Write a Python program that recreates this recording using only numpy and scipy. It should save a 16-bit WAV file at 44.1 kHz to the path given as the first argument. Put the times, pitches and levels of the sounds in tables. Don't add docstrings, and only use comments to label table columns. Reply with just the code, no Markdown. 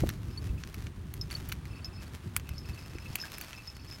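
import sys
import numpy as np
from scipy import signal
from scipy.fft import rfft, irfft
from scipy.io import wavfile
from scipy.ndimage import uniform_filter1d

SR = 44100
rng = np.random.default_rng(int(sys.argv[2]) if len(sys.argv) > 2 else 0)


def generate_wav(signal):
    frames = np.transpose(np.atleast_2d(signal))
    scaled = np.clip(frames, -1, 1) * 32767
    pcm = np.round(scaled).astype(np.int16)
    wavfile.write(sys.argv[1], SR, pcm)


N = 176400
REBOUND_GAP_S = 0.0065


def undb(db):
    return 10 ** (np.asarray(db) / 20)


def unit(x):
    return x / np.sqrt(np.mean(x ** 2) + 1e-20)


def curve(rows):
    return undb(np.interp(np.arange(N) / SR, *np.array(rows).T))


def add(out, at_s, x):
    i = max(0, int(at_s * SR))
    out[i:i + len(x)] += x[:max(0, N - i)]


def colour(x, points):
    hz, db = np.array(points).T
    bin_hz = np.maximum(np.arange(N // 2 + 1) * SR / N, 1)
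    gain = undb(np.interp(np.log(bin_hz), np.log(hz), db))
    return unit(irfft(rfft(x) * gain, N))


def walk(rate_hz):
    hold = int(SR / rate_hz)
    steps = np.repeat(rng.standard_normal(N // hold + 1), hold)
    return unit(uniform_filter1d(steps, hold)[:N])


def ring(modes, t, detune):
    return sum(undb(db - 60 * t * 1000 / t60_ms)
               * np.sin(2 * np.pi * hz * (1 + detune * rng.standard_normal()) * t)
               for hz, db, t60_ms in modes)


def snaps():
    # (time [s], body level [dB], edge level [dB], chatter decay [ms])
    contacts = [(0.091, -27.5, -31, 0.72), (0.101, -33.5, -56, 2.2), (0.637, -33, -66, 1.7),
                (0.7432, -36, -41.5, 1.7), (0.8686, -37, -59, 0.18), (1.1394, -39, -34, 0.84),
                (1.303, -39, -64, 0.67), (1.310, -34.5, -40.5, 4), (1.489, -65, -33.5, 1.6),
                (1.495, -38, -45, 5.7), (1.519, -29.5, -45, 6.7), (1.5234, -28.5, -31, 0.32),
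                (1.655, -41, -52, 0.37), (2.3648, -20.5, -18.5, 0.6), (2.398, -40, -50, 0.34),
                (2.491, -36, -39.5, 1.8), (2.9846, -37, -62, 0.76), (3.1557, -23.5, -22.5, 1.7),
                (3.319, -37.5, -42, 0.6), (3.383, -37, -34, 1.4), (3.412, -33.5, -32.5, 2.4),
                (3.5311, -34.5, -59, 0.4)]
    # (frequency [Hz], relative level [dB], T60 [ms])
    body_modes = [(1770, -4.5, 3), (2390, 2, 3.25), (3030, 1.5, 1.94), (4240, -3.5, 3.2), (5780, -2, 3.2)]
    edge_modes = [(5520, 10, 6.8), (11350, 27.3, 0.72), (12300, 34, 1), (14600, 19, 1.3)]
    chatter_db, scatter_db, tail_db, tail_ms = -11, 4.5, -25.5, 6.1
    out, t = np.zeros(N), np.arange(SR // 25) / SR
    ms = t * 1000
    body_band = signal.butter(2, [1100, 9000], "band", fs=SR, output="sos")
    edge_band = signal.butter(2, 6000, "high", fs=SR, output="sos")
    for at, body_db, edge_db, chatter_ms in contacts:
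        grit = unit(rng.standard_normal(len(t)) * undb(scatter_db * rng.standard_normal(len(t))))
        decay = undb(chatter_db) * np.exp(-ms / chatter_ms) + undb(tail_db) * np.exp(-ms / tail_ms)
        force = grit * decay
        force[0] = 1
        for modes, db, band in ((body_modes, body_db, body_band), (edge_modes, edge_db, edge_band)):
            response = signal.sosfilt(band, ring(modes, t, detune=.025))
            snap = signal.fftconvolve(force, response)[:len(t)]
            add(out, at, undb(db) * unit(snap) / np.sqrt(ms[-1]))
    return out


def tinkles(modes, knocks, attack_ms, rebound_db):
    scrape_db, scrape_ms = -3.5, 3.3
    out, t = np.zeros(N), np.arange(SR // 8) / SR
    ms = t * 1000
    onset = np.sin(np.pi / 2 * np.minimum(ms / attack_ms, 1)) ** 2
    for at, db, rattle_s in knocks:
        scrape = rng.standard_normal(len(t)) * np.exp(-ms / scrape_ms)
        force = undb(scrape_db) * scrape / np.sqrt(np.sum(scrape ** 2))
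        force[0] = 1
        for k, (jitter, size) in enumerate(rng.random((6, 2))):
            delay_s = (k + .5 + jitter) * REBOUND_GAP_S
            fade = np.clip((rattle_s - delay_s) / REBOUND_GAP_S + .5, 0, 1)
            force[int(delay_s * SR)] += fade * undb(rebound_db) * (.5 + size)
        response = onset * ring(modes, t, detune=.0018)
        add(out, at, undb(db) * signal.fftconvolve(force, response)[:len(t)])
    return out


def jiggles(offset_db=0):
    # (start [s], end [s], relative level [dB])
    spells = [(0.279, 0.506, -61), (1.679, 2.02, -56.5), (2.442, 3.951, -54.5)]
    knocks_per_s, scatter_db = 50, 1.5
    return [(rng.uniform(start, end), rng.normal(db + offset_db, scatter_db), REBOUND_GAP_S)
            for start, end, db in spells for _ in range(int((end - start) * knocks_per_s))]


def bell():
    # (frequency [Hz], relative level [dB], T60 [ms])
    modes = [(5176, 0, 66), (5272, -13, 52), (6720, -20, 66), (4950, -4, 8), (4250, -12, 6),
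             (11600, -27, 68), (13128, -23, 74)]
    # (time [s], relative level [dB], rattle duration [s])
    knocks = [(1.2127, -29, 0.0096), (1.8456, -31.5, 0.014), (2.581, -35.5, 0.018), (3.2016, -34, 0.0042),
              (3.2147, -33, 0.021), (3.34, -43, 0.0073), (3.565, -44, 0.014), (3.6748, -38.5, 0.0092),
              (3.7, -42, 0.015), (3.797, -49.5, 0.031), (3.883, -47.5, 0.032), (3.912, -41, 0.06)]
    return undb(-1.5) * tinkles(modes, knocks + jiggles(), attack_ms=.35, rebound_db=-7)


def clasp():
    # (frequency [Hz], relative level [dB], T60 [ms])
    modes = [(4478, 0, 31), (4565, -11, 27), (4250, -19, 24), (10805, -22, 84)]
    # (time [s], relative level [dB], rattle duration [s])
    knocks = [(0.374, -42, 0.0095), (1.314, -42, 0.009), (1.35, -37, 0.0024), (2.068, -52.5, 0.0012),
              (3.419, -47, 0.039)]
    return undb(11.5) * tinkles(modes, knocks + jiggles(-10.5), attack_ms=3.7, rebound_db=-9.5)


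def leash_ring():
    # (frequency [Hz], relative level [dB], T60 [ms])
    modes = [(2608, 0, 40), (2488, -8, 31)]
    # (time [s], relative level [dB], rattle duration [s])
    knocks = [(.578, -46, .003), (1.756, -46.5, 0.058), (2.775, -47, 0.024), (3.057, -48.5, .02),
              (3.178, -40, 0.024), (3.280, -46, 0.012), (3.576, -41.5, 0.028)]
    return undb(4) * tinkles(modes, knocks + jiggles(), attack_ms=2.37, rebound_db=-4.5)


def swivel():
    # (frequency [Hz], relative level [dB], T60 [ms])
    modes = [(1630, 0, 42), (1725, -8, 29)]
    # (time [s], relative level [dB], rattle duration [s])
    knocks = [(3.236, -35, 0.0125)]
    return tinkles(modes, knocks, attack_ms=2.37, rebound_db=-4.5)


def rustle():
    # (time [s], relative level [dB])
    envelope = [(0, -48.5), (.07, -51.5), (.19, -61.5), (.47, -51.5), (.56, -67.5), (.61, -53.5),
                (.88, -56), (.92, -65.5), (1.29, -57), (1.335, -45.5), (1.39, -54.5), (1.51, -49.5),
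                (1.56, -63), (1.99, -68.5), (2.025, -52.5), (2.13, -53.5), (2.27, -61.5), (2.61, -60),
                (2.725, -52.5), (3.01, -56.5), (3.18, -47), (3.40, -49.5), (3.86, -58), (3.99, -50)]
    # (frequency [Hz], relative spectral density [dB])
    spectrum = [(300, 7), (900, 5), (1700, 7), (3000, 4), (4000, 2), (6000, 1), (8500, -5.5), (12500, -4.5),
                (16000, -11)]
    catches_per_s, scatter_db, catch_db = 350, 5, 2
    gain_db, flutter_db = -2, 2.5
    catches = (rng.random(N) < catches_per_s / SR) * rng.choice([-1, 1], N)
    catches = catches * undb(scatter_db * rng.standard_normal(N))
    rub = colour(rng.standard_normal(N) + undb(catch_db) * unit(catches), spectrum)
    return rub * curve(envelope) * undb(gain_db + flutter_db * walk(rate_hz=50))


def wind():
    # (time [s], level [dB])
    gusts = [(0, -34), (.04, -26.5), (.13, -41.5), (.38, -39.5), (.50, -33.5), (.61, -43), (1.45, -40.5),
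             (1.65, -42.5), (3.1, -44), (3.28, -48.5), (4, -47.5)]
    # (frequency [Hz], relative spectral density [dB])
    spectrum = [(21, -48), (31, -10), (43, -4.5), (66, 1), (102, -1.5), (152, -6), (225, -14), (350, -17),
                (480, -28.5), (810, -39), (2050, -54.5)]
    flutter_db = 2
    rumble = colour(rng.standard_normal(N), spectrum)
    return rumble * curve(gusts) * undb(flutter_db * walk(rate_hz=24.956))


def bumps():
    # (time [s], envelope peak [dB], frequency [Hz], length [ms])
    thuds = [(0.023, -20.5, 109, 6.3), (0.0346, -20, 324, 4.8), (0.0374, -22, 573, 2.1),
             (0.496, -25, 58.4, 23), (0.453, -28.5, 100, 16), (2.259, -30.5, 161, 9), (2.509, -27, 86, 9.1),
             (2.953, -32, 305, 3), (3.104, -31.5, 135, 2.7)]
    out, t = np.zeros(N), np.arange(SR // 10) / SR
    for at, db, hz, length_ms in thuds:
        age = t * 2000 / length_ms
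        add(out, at, undb(db) * age * np.exp(1 - age) * np.sin(2 * np.pi * hz * t))
    return out


def traffic():
    # (frequency [Hz], relative spectral density [dB])
    spectrum = [(200, -3), (550, -10), (1100, -5.5), (2300, -12), (4000, -16.5), (6000, -24), (8000, -24.5),
                (10000, -21.5), (11500, -40), (16000, -27.5)]
    level_db, swell_db = -57.5, 1.3
    return colour(rng.standard_normal(N), spectrum) * undb(level_db + swell_db * walk(rate_hz=1.97))


def scene():
    background = wind() + bumps() + traffic()
    bird = snaps() + rustle() + bell() + clasp() + leash_ring() + swivel()
    return (bird + background)[None]


def record(dry):
    return signal.sosfilt(signal.ellip(8, .2, 70, 16000, fs=SR, output="sos"), dry)


dry = scene()
out = record(dry)
generate_wav(out)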